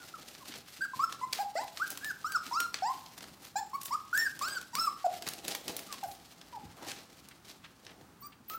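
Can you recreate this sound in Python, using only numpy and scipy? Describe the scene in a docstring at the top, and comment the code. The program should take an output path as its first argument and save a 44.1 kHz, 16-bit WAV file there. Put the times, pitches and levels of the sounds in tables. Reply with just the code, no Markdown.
"""Puppies whine in a pen lined with newspaper, in a small hard-walled room, close to a mono phone.
For five seconds the whines come thick and fast: arched, nearly pure tones from tight vocal folds,
with nasal overtones. All along, paws shuffle, snap creases in the paper and pad on the floor beneath.
Then the whines thin out and the paws are heard most. After eight seconds come two last whines,
each with a very high whistle from the nose."""
import sys
import numpy as np
from scipy import signal
from scipy.fft import rfft, irfft
from scipy.io import wavfile
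from scipy.ndimage import uniform_filter1d

SR = 44100
rng = np.random.default_rng(int(sys.argv[2]) if len(sys.argv) > 2 else 0)


def put_to_file(sound):
    """Save the sound as 16-bit audio at rate SR, in the file named by the first command-line argument."""
    columns = np.atleast_2d(sound).T  # one column per channel
    safe = np.clip(columns, -1, 1)
    whole_steps = np.round(safe * 32767)
    wavfile.write(sys.argv[1], SR, whole_steps.astype(np.int16))


N = 378361
T = np.arange(N) / SR

# Whines climb to a crest and drop; a short whimper starts near its crest. Each row: start, climb and
# drop in seconds, pitch at start, crest and end in Hz, then in dB: main tone's level, swell at the
# crest, change by the end, overtone level, extra brightness.
WHINES = [ (0.0, 0, 0.042, 1470, 1485, 1364, -50, 2, -7, -72, -4),
          (0.14, 0.00071, 0.032, 1360, 1347, 1146, -42, 0.5, -7, -63, -6),
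          (0.405, 0.0035, 0.027, 1150, 1160, 990, -54, -1, 4, -74, -6),
          (0.809, 0.029, .019, 1504, 1610, 1390, -32.5, 3, -5, -50, 2),
          (0.935, 0.0037, 0.011, 990, 1035, 1010, -35.5, 2.5, -1, -69, -4),
          (0.993, 0.048, 0.017, 1033, 1333, 1260, -31.5, 8, -6, -51, -1),
          (1.214, 0.016, 0.023, 980, 1025, 1007, -40, 3.5, 6, -56, -3),
          (1.39, 0.02, 0.024, 730, 832, 750, -27, 0.5, -8.5, -55, 10),
          (1.555, 0.08, 0.0036, 603, 1015, 1050, -28, -1, -14.5, -49.5, -11),
          (1.799, 0.045, 0.014, 1125, 1615, 1500, -34, 12, -9.5, -56, 4),
          (2.012, 0.052, 0.053, 1560, 1770, 1410, -42.5, 3.5, 3.5, -54, 8),
          (2.245, .055, 0.073, 1224, 1592, 1188, -28, -14, 1.5, -46.5, -2),
          (2.513, 0.091, 0.067, 899, 1410, 1230, -30.5, 9, -13.5, -46.5, -10),
          (2.823, 0.09, .012, 733, 1058, 1010, -29.5, 2, -4, -50, -8),
          (3.557, 0.044, 0.0027, 774, 903, 930, -28.5, -0.5, -7.5, -44.5, -1),
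          (3.733, 0.03, 0.0025, 1038, 1152, 1240, -33.5, 12, -8, -60, 14),
          (3.907, .047, 0.0056, 945, 1230, 1310, -35, 13, -5.5, -48.5, -6),
          (4.13, .074, 0.077, 1422, 1816, 1507, -23.5, 0.5, -12, -43, 7.5),
          (4.413, 0.094, 0.08, 1089, 1619, 1330, -28.5, -6.5, -8, -42, 0),
          (4.732, 0.082, .078, 909, 1339, 1067, -39, 5, 2, -43, 1.5),
          (5.044, 0.0016, .025, 744, 754, 686, -24, 0.5, -4, -53.5, -2),
          (5.888, 0.0059, 0.054, 1240, 1242, 1033, -48.5, -2, 4, -63, -3),
          (6.031, 0.0041, 0.027, 820, 810, 657, -31, -1, -5.5, -59, -12),
          (6.527, 0.0032, .052, 1005, 997, 801, -46.5, 2, 7, -71, -5),
          (8.223, 0.03, 0.02, 1086, 1170, 1210, -47, 4, -6.5, -58, -3),
          (8.504, 0.063, 0.0069, 1237, 1354, 1335, -40, 6, -7, -71, -3), ]
# How nose and mouth shape the overtones. Each row: frequency in Hz, gain in dB.
NOSE_AND_MOUTH = [(1400, 9), (2000, 0), (2700, -10.5), (3500, -17.5), (4200, -3.5), (4900, 1), (5500, 2.5),
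                  (6200, -14.5), (7100, -2.5), (7900, -4.5), (9000, -13), (10700, -25), (12700, -15),
                  (15500, -13)]
# One list for each nose whistle. Each point: time in seconds, pitch in Hz, level in dB.
NOSE_WHISTLES = [
    [(8.205, 14450, -57), (8.222, 14100, -47), (8.235, 15300, -74), (8.275, 15000, -41)],
    [(8.482, 14400, -42), (8.505, 14600, -43.5), (8.525, 14300, -52), (8.565, 15200, -45)],
]
# Creases snapping. Each row: start in seconds, relative level in dB, treble share in dB.
CREASE_SNAPS = [(0.3493, -35, -34), (0.5389, -30, -29), (1.124, -24, -19), (1.3269, -23.5, -11),
                (1.3306, -15, -17), (1.68, -34, -29), (1.7721, -25, -31), (1.877, -39, 2), (1.903, -30, 2),
                (1.9736, -27.5, -7), (2.0448, -23.5, -13), (2.32, -29.5, -5), (2.4643, -31, -15),
                (2.6023, -17, -9), (2.7421, -17, -23), (3.0615, -33.5, -29), (3.1783, -33, -14),
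                (3.207, -33, -28), (3.2403, -32.5, -25), (3.45, -41, -21), (3.832, -38.5, 5),
                (3.8564, -29.5, -11), (4.1754, -27.5, 2), (4.3912, -30, -5), (4.6129, -30.5, -14),
                (4.752, -19, -10), (5.2226, -25.5, -16), (5.2758, -22, -16), (5.2866, -24, -3),
                (5.3348, -28.5, -8), (5.449, -29, -13), (5.4802, -21.5, -6.5), (5.5494, -20, -9.5),
                (5.68, -22, -11), (5.7655, -28, 0), (5.7908, -27, -9), (5.9255, -25, -9), (6.0354, -34, -6),
                (6.4128, -34, -28), (6.916, -26, -23), (7.2863, -41, -5), (7.8658, -32.5, -30),
                (8.498, -31.5, -6.5)]
# Paws dragging. Each row: start in seconds, length in seconds, centre in Hz, level in dB.
PAW_DRAGS = [(0.493, 0.096, 2490, -50.5), (2.746, 0.083, 2300, -49.5), (3.848, 0.033, 11000, -39.5),
             (5.472, 0.025, 3000, -41), (6.034, 0.14, 12000, -55), (5.664, 0.22, 435, -56),
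             (6.771, 0.14, 890, -52.5), (6.87, 0.049, 1960, -54), (7.304, 0.03, 1880, -57),
             (7.63, 0.043, 1910, -51.5), (7.861, 0.074, 1870, -57), (8.32, 0.025, 1950, -53.5)]
# Paws sliding. Each row: time in seconds, paper hiss in dB, low scuffing in dB, fade in seconds.
PAW_SLIDES = [(.02, -55, -64, 0.54), (0.291, -54, -64, 0.15), (.49, -49.5, -62, 0.13),
              (.69, -51, -76, 0.26), (.97, -51, -61.5, 0.13), (1.13, -57, -58.5, .12),
              (1.356, -46, -61.5, .075), (1.58, -51.5, -62, 0.11), (1.78, -47.5, -61.5, 0.12),
              (1.9, -48.5, -59, 0.066), (2.05, -55.5, -66, 0.51), (2.29, -56, -82, 0.092),
              (2.48, -44, -56.5, 0.06), (2.75, -54.5, -61, 0.057), (2.9, -50.5, -63, 0.28),
              (3.24, -54.5, -56.5, 0.061), (3.451, -52, -63, 0.037), (3.58, -55.5, -61.5, .06),
              (3.74, -54.5, -63, .06), (3.85, -52.5, -64.5, 0.26), (4.17, -51, -76, 0.2),
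              (4.42, -47, -56.5, 0.23), (4.78, -51, -56, 0.13), (4.99, -52, -76, 0.17),
              (5.13, -45.5, -55, 0.072), (5.28, -48.5, -55, 0.18), (5.49, -44.5, -52.5, 0.11),
              (5.69, -44.5, -48.5, 0.04), (5.77, -50, -60.5, 0.54), (6.1, -70, -69, 0.017),
              (6.24, -60, -76, .08), (6.43, -60.5, -65.5, 0.32), (6.79, -56, -56, .18),
              (6.898, -40.5, -51, 0.065), (7.13, -56.5, -68, 0.23), (7.488, -52.5, -62.5, 0.056),
              (7.651, -62, -71, 0.25), (7.91, -61.5, -60, 0.1), (8.52, -51, -55, 0.033)]
# Soft footfalls. Each row: start in seconds, relative level in dB, pitch in Hz.
FOOTFALLS = [(0.489, -41, 222), (0.789, -41.5, 202), (0.957, -41.5, 174), (1.848, -55, 80),
             (2.461, -40, 226), (2.597, -37, 230), (4.169, -48, 197), (4.741, -43, 176), (5.215, -42, 273),
             (5.474, -34.5, 287), (5.672, -35, 328), (6.068, -44, 83.6), (6.632, -40, 200),
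             (6.649, -37.5, 85.5), (6.88, -45, 333), (8.399, -47, 257)]
# How the rustle's treble changes. Each row: time in seconds, gain in dB.
RUSTLE_TREBLE = [(0, 0), (2, 0), (4, 2.5), (5.6, -5), (7, -6.5), (8.58, -5)]
# The tone of paper, of scuffing fur and of the room's air. Each row: frequency in Hz, gain in dB.
PAPER_SPECTRUM = [(290, -37), (500, -7.5), (538, -11), (819, -9.5), (1090, -4), (2890, -2.5), (3590, -3),
                  (4280, -2), (5800, -5), (8450, -7.5), (12000, -9.5), (15100, -6.5), (16000, -51)]
SCUFF_SPECTRUM = [(53, -21.5), (90, -12), (323, -1.5), (360, -2.5), (438, -7), (821, -4.5), (1200, -31),
                  (1560, -38), (2640, -120)]
AIR_SPECTRUM = [(18, -57), (30, -3), (165, 2.5), (273, 1), (584, -12), (801, -8), (1220, -6.5), (2060, -15),
                (2900, -17.5), (3400, -19.5), (5590, -20), (14800, -26.5), (16000, -21)]
# How long the room rings. 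Each row: frequency in Hz, seconds to fade by 60 dB.
ROOM_RING = [(150, 0.53), (800, 0.55), (1600, 0.38), (5000, 0.4), (14000, 0.31)]

TOP_HZ = 15900  # upper limit of the overtones and of the phone
CLIMB_POWER = 1.25  # above 1 the pitch sets off gently
CREST_HOLD_S = .03  # each such span of climbing makes the pitch cling longer to the crest
# A yelp is a push just before the voice stops; it grows with the shorter of climb and drop.
YELP_DB_PER_S, YELP_BEFORE_END_S, YELP_HALF_LENGTH_S = 134, .015, 0.0083


def puppies():
    """All the whines of the litter, each at its own time."""
    out = np.zeros(N)
    for start_s, *shape, overtone_db, bright_db in WHINES:
        offset_s, sound = whine(shape, overtone_db, bright_db)
        add(out, start_s + offset_s, sound)
    return out


def whine(shape, overtone_db, bright_db, shimmer_db=2.5, flutter_db=4.0, breath_db=-17, hiss_db=-16):
    """Tight vocal folds make a strong tone; overtones light up as they sweep the nose's resonances."""
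    offset_s, hz, db, gate = whine_arch(*shape)
    count = len(hz)
    middle = np.sin(np.pi * (np.arange(count) + .5) / count)
    # the folds close hardest and steadiest in the middle of the call, and falter at its ends
    jitter = (0.0027 + .013 * (1 - middle)) * wander(698.7, count)
    waver = 0.0052 * wander(63.3, count)
    hz = hz * (1 + jitter + waver)
    phase = 2 * np.pi * np.cumsum(hz) / SR
    effort = undb(overtone_db + 0.6 * (db - db.mean())) * middle ** 0.72
    overtones = np.zeros(count)
    for k in range(2, int(TOP_HZ / hz.min()) + 1):
        treble_db = bright_db * at_hz([(6000, 0.051), (12000, 0.93)], k * hz)
        gain_db = at_hz(NOSE_AND_MOUTH, k * hz) + treble_db + flutter_db * wander(73.6, count)
        overtones += undb(gain_db) * (k * hz < TOP_HZ) * np.sin(k * phase + rng.uniform(0, 2 * np.pi))
    # air leaks through once a cycle and hisses in the nostrils, more so towards the end
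    leak = rng.standard_normal(count) * (1 + np.cos(phase))
    hiss = undb(hiss_db + bright_db) * np.linspace(.4, 1, count) * band(leak, 10000, "highpass")
    breath = undb(breath_db) * colour(leak, NOSE_AND_MOUTH)
    main_tone = undb(db + shimmer_db * wander(120.3, count)) * np.sin(phase)
    return offset_s, gate * (main_tone + effort * (overtones + hiss + breath))


def whine_arch(climb_s, drop_s, start_hz, crest_hz, end_hz, db, swell_db, change_db, edge_s=0.0043):
    """Pitch and level of a whine: the folds tighten to a crest, cling to it and let go with a push."""
    climb_s, drop_s = max(climb_s, 1 / SR), max(drop_s, 1 / SR)
    t = np.arange(0, climb_s + drop_s + edge_s, 1 / SR) - edge_s / 2
    climb = np.sin(np.pi / 2 * np.clip(t / climb_s, 0, 1) ** CLIMB_POWER)
    drop = np.clip((t - climb_s) / drop_s, 0, 1) ** (1 + climb_s / CREST_HOLD_S)
    hz = start_hz + (crest_hz - start_hz) * climb + (end_hz - crest_hz) * drop
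    push = np.exp(-((t[-1] - YELP_BEFORE_END_S - t) / YELP_HALF_LENGTH_S) ** 2)
    yelp_db = YELP_DB_PER_S * min(climb_s, drop_s) * push
    level_db = db + swell_db * (climb - drop) + change_db * t / t[-1] + yelp_db
    return t[0], hz, level_db, soft_edges(t, edge_s)


def nose_whistles(voice, jitter=0.0022, edge_s=.004, glide_s=0.0054):
    """The nose whistles by itself; vibrating folds chop the whistle, adding tones on either side."""
    out = np.zeros(N)
    for points in NOSE_WHISTLES:
        times, pitches, levels = np.transpose(points)
        t = np.arange(times[0] - edge_s / 2, times[-1] + edge_s / 2, 1 / SR)
        # the muscles round the corners of the pitch
        hz = uniform_filter1d(np.interp(t, times, pitches), int(glide_s * SR) + 1, mode="nearest")
        hz *= 1 + jitter * wander(370, len(t))
        loudness = soft_edges(t, edge_s) * undb(np.interp(t, times, levels))
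        add(out, t[0], loudness * np.sin(2 * np.pi * np.cumsum(hz) / SR))
    voice_power = np.abs(uniform_filter1d(voice ** 2, int(.005 * SR)))
    folds = voice / np.sqrt(2 * voice_power + 1e-9)
    return out * (1 + folds)


def crease_snaps(gain_db=-5, bright_db=1, rise_s=0.00056, crack_s=0.0028, tail_db=-21, tail_s=0.029):
    """A crease buckles in a burst of tiny clicks, then the sheet settles with a crackle."""
    out, t = np.zeros(N), np.arange(int(.15 * SR)) / SR
    for start_s, db, treble_db in CREASE_SNAPS:
        crack = rng.standard_normal(len(t)) * np.exp(-t / crack_s)
        settling = undb(tail_db) * crackle(len(t)) * np.exp(-t / tail_s)
        burst = (crack + settling) * np.minimum(t / rise_s, 1)
        body = band(colour(burst, PAPER_SPECTRUM), 6700, "lowpass", order=3)
        treble = 2 * undb(treble_db + bright_db) * band(burst, 7060, "highpass", order=3)
        add(out, start_s, undb(db + gain_db) * (body + treble))
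    return out


def paw_drags(spread=1.77, patchy_db=3):
    """A paw drags: the sheet crackles in its own range, swelling fast and dying away."""
    out = np.zeros(N)
    for start_s, length_s, hz, db in PAW_DRAGS:
        count = int(length_s * SR)
        grains = unit(band(crackle(count), [hz / spread, hz * spread], "bandpass"))
        swell = np.sin(np.pi * np.linspace(0, 1, count) ** 0.74)
        add(out, start_s, grains * swell * undb(db + patchy_db * wander(137, count)))
    return out


def rustle(clicks_per_s=500, scatter_db=1.0, slide_db=-5, patchy_db=3.5):
    """Paws slide: paper fibres catch and let go in patches, over a dull scuffing of fur and floor."""
    hiss_db, scuff_db = step_levels()
    paper = np.zeros(N)
    grip = wander(70, N)
    treble_db = np.interp(T, *np.transpose(RUSTLE_TREBLE))
    # each fold of paper sounds most strongly in its own range
    for edges_hz, gain_db in (([600, 3200], 0), ([2200, 9400], 0), ([4500, 21600], treble_db)):
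        sizes = undb(scatter_db * np.minimum(rng.exponential(size=N), 4.5))
        catches = rng.random(N) < clicks_per_s / SR
        clicks = unit(catches * sizes * rng.choice([-1, 1], N))
        friction = clicks + undb(slide_db) * rng.standard_normal(N)
        patches_db = patchy_db * (grip + wander(60, N)) / np.sqrt(2)
        paper += band(friction, edges_hz, "bandpass", order=1) * undb(gain_db + patches_db)
    paper = unit(colour(paper, PAPER_SPECTRUM)) * undb(hiss_db)
    fur = colour(rng.standard_normal(N), SCUFF_SPECTRUM) * undb(scuff_db + patchy_db * grip)
    return paper + fur


def step_levels(rise_s=.032, scuff_fade_share=.9, still_paper_db=-90, still_fur_db=-75.5):
    """Paper hiss and low scuffing in dB: each step swells as the paw takes weight, then dies away."""
    t = T[::64]
    hiss, scuff = undb(still_paper_db) ** 2, undb(still_fur_db) ** 2
    for peak_s, hiss_db, scuff_db, fade_s in PAW_SLIDES:
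        before = np.maximum(peak_s - t, 0) / rise_s
        after = np.maximum(t - peak_s, 0) / fade_s
        hiss += (undb(hiss_db) * np.exp(-before - after)) ** 2
        scuff += (undb(scuff_db) * np.exp(-before - after / scuff_fade_share)) ** 2
    return [np.interp(T, t, 10 * np.log10(power)) for power in (hiss, scuff)]


def footfalls(gain_db=-8, rise_s=0.0017, fade_s=0.025, spread=1.44):
    """Soft paws thud on the floor under the paper."""
    out, t = np.zeros(N), np.arange(int(.2 * SR)) / SR
    envelope = (1 - np.exp(-t / rise_s)) * np.exp(-t / fade_s)
    for start_s, db, hz in FOOTFALLS:
        thud = unit(band(rng.standard_normal(len(t)), [hz / spread, hz * spread], "bandpass"))
        add(out, start_s, undb(db + gain_db) * thud * envelope)
    return out


def room_echoes(x, first_s=0.0019, build_s=0.0089):
    """A wash of echoes from floor and walls; the treble dies first."""
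    t = np.arange(int(.7 * SR)) / SR
    noise, hz = rfft(rng.standard_normal(len(t))), np.fft.rfftfreq(len(t), 1 / SR)
    tail = np.zeros(len(t))
    for centre_hz, ring_s in ROOM_RING:
        share = at_hz([(f, f == centre_hz) for f, _ in ROOM_RING], hz)  # 1 here, 0 at the other rows
        tail += irfft(noise * share, len(t)) * undb(-60 * t / ring_s)
    tail *= np.clip((t - first_s) / build_s, 0, 1)
    return signal.fftconvolve(x, tail / np.linalg.norm(tail))[:N]


def room_air(level_db=-60.5):
    """The room's quiet air: a low rush whose level drifts a little."""
    return colour(rng.standard_normal(N), AIR_SPECTRUM, size=8192) * undb(level_db + wander(5.1, N))


def crackle(count, scatter_db=3.0):
    """Dense tiny clicks of very unequal size."""
    return unit(rng.standard_normal(count) * undb(scatter_db * np.minimum(rng.exponential(size=count), 5)))


def wander(rate, count):
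    """A random drift, roughly 1 in size, that turns about rate times a second."""
    t = np.arange(count) / SR * rate
    turns = int(t[-1]) + 2
    return 1.48 * np.interp(t, np.arange(turns), rng.standard_normal(turns))


def soft_edges(t, edge_s):
    """Fade in and out so that a tone does not click."""
    return np.sin(np.pi / 2 * np.clip(np.minimum(t - t[0], t[-1] - t) / edge_s, 0, 1)) ** 2


def colour(x, points, size=2048):
    """Give a sound the tone of the (Hz, dB) points; white noise keeps its power."""
    cepstrum = irfft(np.log(undb(at_hz(points, np.fft.rfftfreq(size, 1 / SR)))))
    # keeping only the first half makes the filter ring after a click, never before it
    cepstrum[1:size // 2] *= 2
    cepstrum[size // 2 + 1:] = 0
    response = irfft(np.exp(rfft(cepstrum)))
    return signal.fftconvolve(x, response / np.linalg.norm(response))[:len(x)]


def band(x, hz, kind, order=2):
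    """Keep the lows, the highs or a band between."""
    return signal.sosfilt(signal.butter(order, hz, kind, fs=SR, output="sos"), x)


def at_hz(points, hz):
    """Read between (Hz, value) points, with octaves evenly spaced."""
    f, value = np.transpose(points)
    return np.interp(np.log(np.maximum(hz, 1)), np.log(f), value)


def undb(db):
    """Decibels to gain."""
    return 10 ** (np.asarray(db) / 20)


def unit(x):
    """Scale to an average power of 1."""
    return x / np.sqrt(np.mean(x ** 2))


def add(out, start_s, x):
    """Mix a sound in at its time."""
    i = max(int(start_s * SR), 0)
    out[i:i + len(x)] += x[:max(N - i, 0)]


def scene(voice_echo_db=-9, paw_echo_db=-9.5, whistle_echo_db=-14):
    """Puppies and paper in the room, over its quiet air; both channels are alike."""
    voice = puppies()
    whistle = nose_whistles(voice)
    paws = crease_snaps() + paw_drags() + rustle() + footfalls()
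    # the puppies are close, so the walls return only a small share
    to_walls = undb(voice_echo_db) * voice + undb(paw_echo_db) * paws + undb(whistle_echo_db) * whistle
    return np.tile(voice + whistle + paws + room_echoes(to_walls) + room_air(), (2, 1))


def record(dry):
    """The phone drops the deep bass and cuts the highest treble."""
    lean = band(dry, 48, "highpass", order=3)
    return signal.sosfilt(signal.ellip(10, .2, 75, TOP_HZ, fs=SR, output="sos"), lean)


dry = scene()
out = record(dry)
put_to_file(out)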